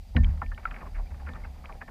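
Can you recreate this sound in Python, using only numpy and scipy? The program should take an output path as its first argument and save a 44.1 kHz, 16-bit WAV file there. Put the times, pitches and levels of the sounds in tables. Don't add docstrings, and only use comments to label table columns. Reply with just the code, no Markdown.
import sys
import numpy as np
from scipy import signal
from scipy.fft import rfft, irfft
from scipy.io import wavfile

SR = 44100
rng = np.random.default_rng(int(sys.argv[2]) if len(sys.argv) > 2 else 0)


def to_wav(sig):
    pcm = np.clip(np.atleast_2d(sig), -1, 1) * 32767
    pcm = np.round(pcm).astype(np.int16)
    wavfile.write(sys.argv[1], SR, pcm.T)


N = 83790
T = np.arange(N) / SR

# t/s, level/dB
WASH_LEVEL = [(0, -69), (.1, -65.5), (.3, -57), (.48, -66), (.6, -61.5), (.82, -51.5), (.92, -61),
              (1.0, -58), (1.15, -59), (1.36, -55.5), (1.53, -59.5), (1.72, -57.5), (1.9, -64)]


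def from_db(db):
    return 10 ** (np.asarray(db) / 20)


def rms_one(x):
    return x / np.sqrt(np.mean(x ** 2) + 1e-20)


def level(rows):
    return from_db(np.interp(T, *np.transpose(rows)))


def noise(spectrum, source):
    hz, db = np.transpose(spectrum)
    f = np.maximum(np.arange(N // 2 + 1) * SR / N, 1)
    ends = np.minimum(f / hz[0], 1) ** 2 * np.minimum(hz[-1] / f, 1) ** 2
    colour = from_db(np.interp(np.log(f), np.log(hz), db))
    return rms_one(irfft(rfft(source) * ends * colour, N))


def grains(per_s, size_db):
    born = rng.random(N) < per_s / SR
    size = from_db(size_db * np.minimum(rng.exponential(1, N), 4))
    return born * size * rng.choice([-1, 1], N)


def resonate(x, hz, t60):
    r = np.exp(-np.log(1000) / (t60 * SR))
    zeros = [(1 - r * r) / 2, 0, (r * r - 1) / 2]
    poles = [1, -2 * r * np.cos(2 * np.pi * hz / SR), r * r]
    return signal.lfilter(zeros, poles, x + 1e-18)


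def ping(s, hz, t60, rise, glide=0):
    age = np.maximum(T - s, 0)
    pitch = hz * 2 ** (glide * np.minimum(age, t60))
    phase = 2 * np.pi * np.cumsum((age > 0) * pitch) / SR
    onset = 1 - np.exp(-(age / rise) ** 2)
    return np.sin(phase) * onset * np.exp(-np.log(1000) * age / t60)


def hiss():
    # f/Hz, density/dB
    spectrum = [(2000, -1.5), (4000, 0.5), (5500, -3), (8000, -7.5), (12000, -9), (15000, -9.5)]
    return from_db(-67) * noise(spectrum, rng.standard_normal(N))


def whine():
    whine_hz, t60_s, whine_db = 4750, 0.031, -76
    return from_db(whine_db) * rms_one(resonate(rng.standard_normal(N), whine_hz, t60_s))


def wash():
    # f/Hz, density/dB
    water_spectrum = [(200, -7), (400, 1), (780, 10), (1200, -9.5), (2300, -5.5), (3300, -26), (5000, -41)]
    # f/Hz, density/dB
    shell_spectrum = [(110, -8.5), (155, 0), (230, -2), (310, -12), (450, -20)]
    grains_per_s, grain_db = 2500, 2.5
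    shell_db = 0.5
    water = noise(water_spectrum, grains(grains_per_s, grain_db))
    shell = from_db(shell_db) * noise(shell_spectrum, rng.standard_normal(N))
    return level(WASH_LEVEL) * (water + shell)


def strays(count=16):
    strays_per_s, size_db, ring_cycles = 110, 2.5, 21
    low_hz, high_hz = 640, 2500
    strays_db = -9
    rings = 0
    for hz in np.geomspace(low_hz, high_hz, count):
        clicks = grains(strays_per_s / count, size_db)
        rings = rings + resonate(clicks, hz, ring_cycles / hz) / hz
    return from_db(strays_db) * level(WASH_LEVEL) * rms_one(rings)


def metal():
    # t/s, level/dB
    jolts = [(0.169, -36), (0.42, -41.5), (0.521, -48.5), (1.289, -46.5), (1.355, -49), (1.816, -47.5)]
    # f/Hz, level/dB added to the jolt, t60/s
    modes = [(1795, 0, 0.18), (2030, -24, 0.13), (2527, -26.5, .15)]
    rise_s = 0.0014
    return sum(from_db(db + mode_db) * ping(s, hz, t60, rise_s)
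               for s, db in jolts for hz, mode_db, t60 in modes)


def drops():
    # t/s, level/dB, f/Hz, t60/s
    ticks = [(0.1637, -42.5, 5140, .007), (0.1657, -21.5, 2920, 0.0096), (0.1684, -34.5, 3970, 0.011),
             (0.2352, -36, 2270, 0.017), (0.2354, -45, 6200, 0.0067), (0.2450, -26.5, 2310, 0.0098),
             (0.2454, -30, 3140, 0.015), (0.463, -36, 2290, 0.009), (0.547, -39, 3020, 0.0061),
             (0.58, -37, 2130, .008), (0.654, -25.5, 2160, 0.011), (0.7105, -40.5, 3070, 0.011),
             (0.744, -41, 1530, 0.009), (0.764, -33.5, 2130, 0.0099), (1.068, -51.5, 2360, 0.038),
             (1.2895, -35, 2190, 0.012), (1.2915, -29.5, 1750, 0.011), (1.335, -43, 3580, 0.011),
             (1.336, -34, 1170, 0.008), (1.4515, -38, 780, 0.016), (1.657, -29.5, 2360, 0.0068),
             (1.658, -37.5, 2980, 0.007), (1.7251, -36, 2280, 0.0094)]
    rise_s = 0.00034
    return sum(from_db(db) * ping(s, hz, t60, rise_s) for s, db, hz, t60 in ticks)


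def plinks():
    # t/s, level/dB, f/Hz, rise/s, t60/s, glide/(octaves per s)
    pockets = [(0.1680, -13.5, 1680, 0.00034, 0.0046, -8), (0.4173, -19.5, 1337, 0.0019, 0.026, 4),
               (0.4194, -20, 1101, 0.0013, 0.024, -83), (0.438, -44, 1940, .003, 0.033, 39),
               (0.5172, -37, 1726, 0.00092, 0.043, -5), (0.6539, -15.5, 1390, 0.00063, 0.01, 6),
               (0.6552, -19, 1335, 0.00055, 0.039, 0.5), (0.823, -39.5, 1378, 0.0055, 0.12, -36.5),
               (0.994, -46.5, 1274, 0.0099, .06, -46), (0.862, -35.5, 1143, .004, 0.052, -10.5),
               (1.218, -32, 823, 0.0039, 0.033, -3.5), (1.436, -37.5, 2130, .003, 0.039, 1.5),
               (1.450, -43.5, 2480, 0.0024, 0.028, 13), (1.690, -39.5, 1212, 0.0021, 0.081, -8.5),
               (1.815, -28.5, 1645, 0.00061, 0.028, 5), (1.818, -33, 1280, 0.00067, 0.023, -66)]
    return sum(from_db(db) * ping(s, hz, t60, rise, glide)
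               for s, db, hz, rise, t60, glide in pockets)


def lap_power(pitches):
    # t/s, rise/s, fall/s, level/dB, first f/Hz, last f/Hz
    wavelets = [(0.147, .004, 0.005, -41.5, 1000, 590), (0.1625, 0.0043, 0.0073, -28.5, 2440, 1330),
                (0.171, .003, 0.017, -42, 750, 600), (0.224, 0.015, 0.13, -54, 1300, 880),
                (0.372, 0.0057, 0.0065, -55, 1610, 1300), (0.415, 0.0028, .010, -35, 1300, 1010),
                (0.513, 0.007, 0.0064, -44.5, 1900, 1060), (0.576, 0.0018, 0.012, -42.5, 2260, 720),
                (0.593, 0.0039, 0.0088, -50, 2500, 1310), (0.628, 0.0023, 0.017, -52, 1700, 1430),
                (0.667, 0.0032, 0.017, -44, 1900, 1270), (0.707, 0.0045, 0.01, -39.5, 2770, 1190),
                (0.739, 0.0038, 0.009, -43, 2380, 1450), (0.758, 0.003, 0.023, -46.5, 2170, 1060),
                (0.781, 0.0055, 0.0062, -56.5, 2000, 1190), (0.803, .017, 0.01, -43.5, 2400, 835),
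                (0.836, 0.033, 0.011, -46.5, 990, 790), (0.942, 0.015, 0.019, -46.5, 2380, 1740),
                (0.966, 0.033, 0.013, -47, 1390, 740), (1.100, 0.018, 0.0045, -50.5, 2140, 880),
                (1.141, 0.0042, 0.0084, -52.5, 1910, 800), (1.194, 0.0055, 0.021, -54, 2050, 710),
                (1.261, 0.0097, 0.024, -42, 2110, 760), (1.283, 0.0038, 0.015, -48, 2220, 1130),
                (1.333, 0.028, 0.017, -44.5, 1730, 845), (1.399, 0.0037, 0.026, -56, 2360, 890),
                (1.438, 0.011, 0.015, -47, 2060, 1070), (1.569, 0.0095, 0.02, -59, 900, 1500),
                (1.638, 0.0037, 0.021, -46, 1640, 1000), (1.688, 0.0087, 0.028, -44, 1240, 655),
                (1.747, 0.0024, 0.0091, -53, 890, 760), (1.807, 0.016, 0.0047, -38, 1850, 1140),
                (1.876, 0.01, 0.0075, -42, 1900, 830)]
    width_oct, skirt_oct, skirt_db = 0.29, 0.53, 0.5
    power = np.zeros((len(pitches), N))
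    for s, rise, fall, db, first_hz, last_hz in wavelets:
        on = (T > s) & (T < s + rise + 3 * fall)
        age = T[on] - s
        envelope = np.minimum(age / rise, 1) * np.exp(-np.maximum(age - rise, 0) / fall)
        centre = first_hz * (last_hz / first_hz) ** np.minimum(age / (rise + fall), 1)
        away = np.log2(pitches[:, None] / centre)
        core = np.exp(-(away / width_oct) ** 2)
        skirt = from_db(skirt_db) ** 2 * np.exp(-(away / skirt_oct) ** 2 / 2)
        share = core + skirt
        power[:, on] += (from_db(db) * envelope) ** 2 * share / share.sum(0)
    return power


def bubble_swarms(pitches, power):
    bubbles_per_s, size_db, ring_cycles = 6000, 2, 37
    water_top_hz = 2597
    swarm = 0
    for hz, band in zip(pitches, power):
        bubbles = grains(bubbles_per_s / len(pitches), size_db)
        swarm = swarm + np.sqrt(band) * rms_one(resonate(bubbles, hz, ring_cycles / hz))
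    return signal.sosfilt(signal.butter(8, water_top_hz, fs=SR, output="sos"), swarm)


def drumming(power):
    # f/Hz, density/dB
    spectrum = [(110, -7.5), (165, 0.5), (230, -4.5), (330, -9), (480, -9.5), (700, -8)]
    drumming_db, lag_s = -7.5, 0.0097
    push = np.sqrt(np.interp(T - lag_s, T, power.sum(0)))
    return from_db(drumming_db) * push * noise(spectrum, rng.standard_normal(N))


def laps():
    pitches = np.geomspace(350, 5000, 24)
    power = lap_power(pitches)
    return bubble_swarms(pitches, power) + drumming(power)


def rumble():
    # t/s, sway level/dB, boom level/dB
    swells = [(0, -40, -43), (0.081, -49, -47), (.13, -46, -39), (.3, -30.5, -34), (.56, -50.5, -43),
              (.68, -38.5, -52), (.8, -38, -49.5), (.9, -42, -41.5), (.99, -33.5, -41.5),
              (1.06, -42, -48.5), (1.13, -46.5, -36), (1.22, -39, -44), (1.32, -45.5, -39.5),
              (1.45, -38.5, -40.5), (1.54, -50, -45), (1.6, -40.5, -44.5), (1.75, -45, -46),
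              (1.9, -44, -45)]
    # f/Hz, density/dB
    sway_spectrum = [(22, -14), (36, 6.5), (48, -18), (60, -22)]
    # f/Hz, density/dB
    boom_spectrum = [(48, -16.5), (60, -1), (71, 3), (84, -7.5), (105, -21), (150, -23), (230, -30.5),
                     (400, -47.5)]
    sway = level([(s, db) for s, db, _ in swells]) * noise(sway_spectrum, rng.standard_normal(N))
    boom = level([(s, db) for s, _, db in swells]) * noise(boom_spectrum, rng.standard_normal(N))
    return sway + boom


def shudder():
    # t/s at the peak, half length/s down to 1/e, level/dB
    shudders = [(0.248, 0.031, -15), (0.497, 0.048, -26)]
    shudder_hz = 38.5
    swell = sum(from_db(db) * np.exp(-((T - s) / half) ** 2) for s, half, db in shudders)
    return swell * np.sin(2 * np.pi * shudder_hz * T)


def thumps():
    # t/s, level/dB, tilt/(dB per octave above the lowest mode)
    blows = [(0.1513, -13, -0.5), (0.1955, -7.5, -15.5), (0.2928, -12.5, -17), (0.419, -40.5, 2.5),
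             (1.277, -47, 6.5), (1.826, -51, 3.5)]
    # f/Hz, level/dB added to the thump, t60/s
    modes = [(67.38, -13, 0.84), (75.05, -2, 0.48), (153.1, -7.5, 0.32), (188.1, -15, 0.59),
             (237.3, -6, 0.29), (287, -9, .12), (502.5, -17.5, 0.11)]
    rise_s = 0.0054
    lowest_hz = modes[0][0]
    out = 0
    for s, db, tilt in blows:
        for hz, mode_db, t60 in modes:
            mode_level = db + mode_db + tilt * np.log2(hz / lowest_hz)
            out = out + from_db(mode_level) * ping(s, hz, t60, rise_s)
    return out


def scene():
    background = hiss() + whine() + wash() + strays()
    water = drops() + plinks() + laps()
    boat = metal() + rumble() + shudder() + thumps()
    return (background + water + boat)[None]


def record(dry):
    cutoff_hz = 15200
    return signal.sosfilt(signal.ellip(10, .1, 80, cutoff_hz, fs=SR, output="sos"), dry)


dry = scene()
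out = record(dry)
to_wav(out)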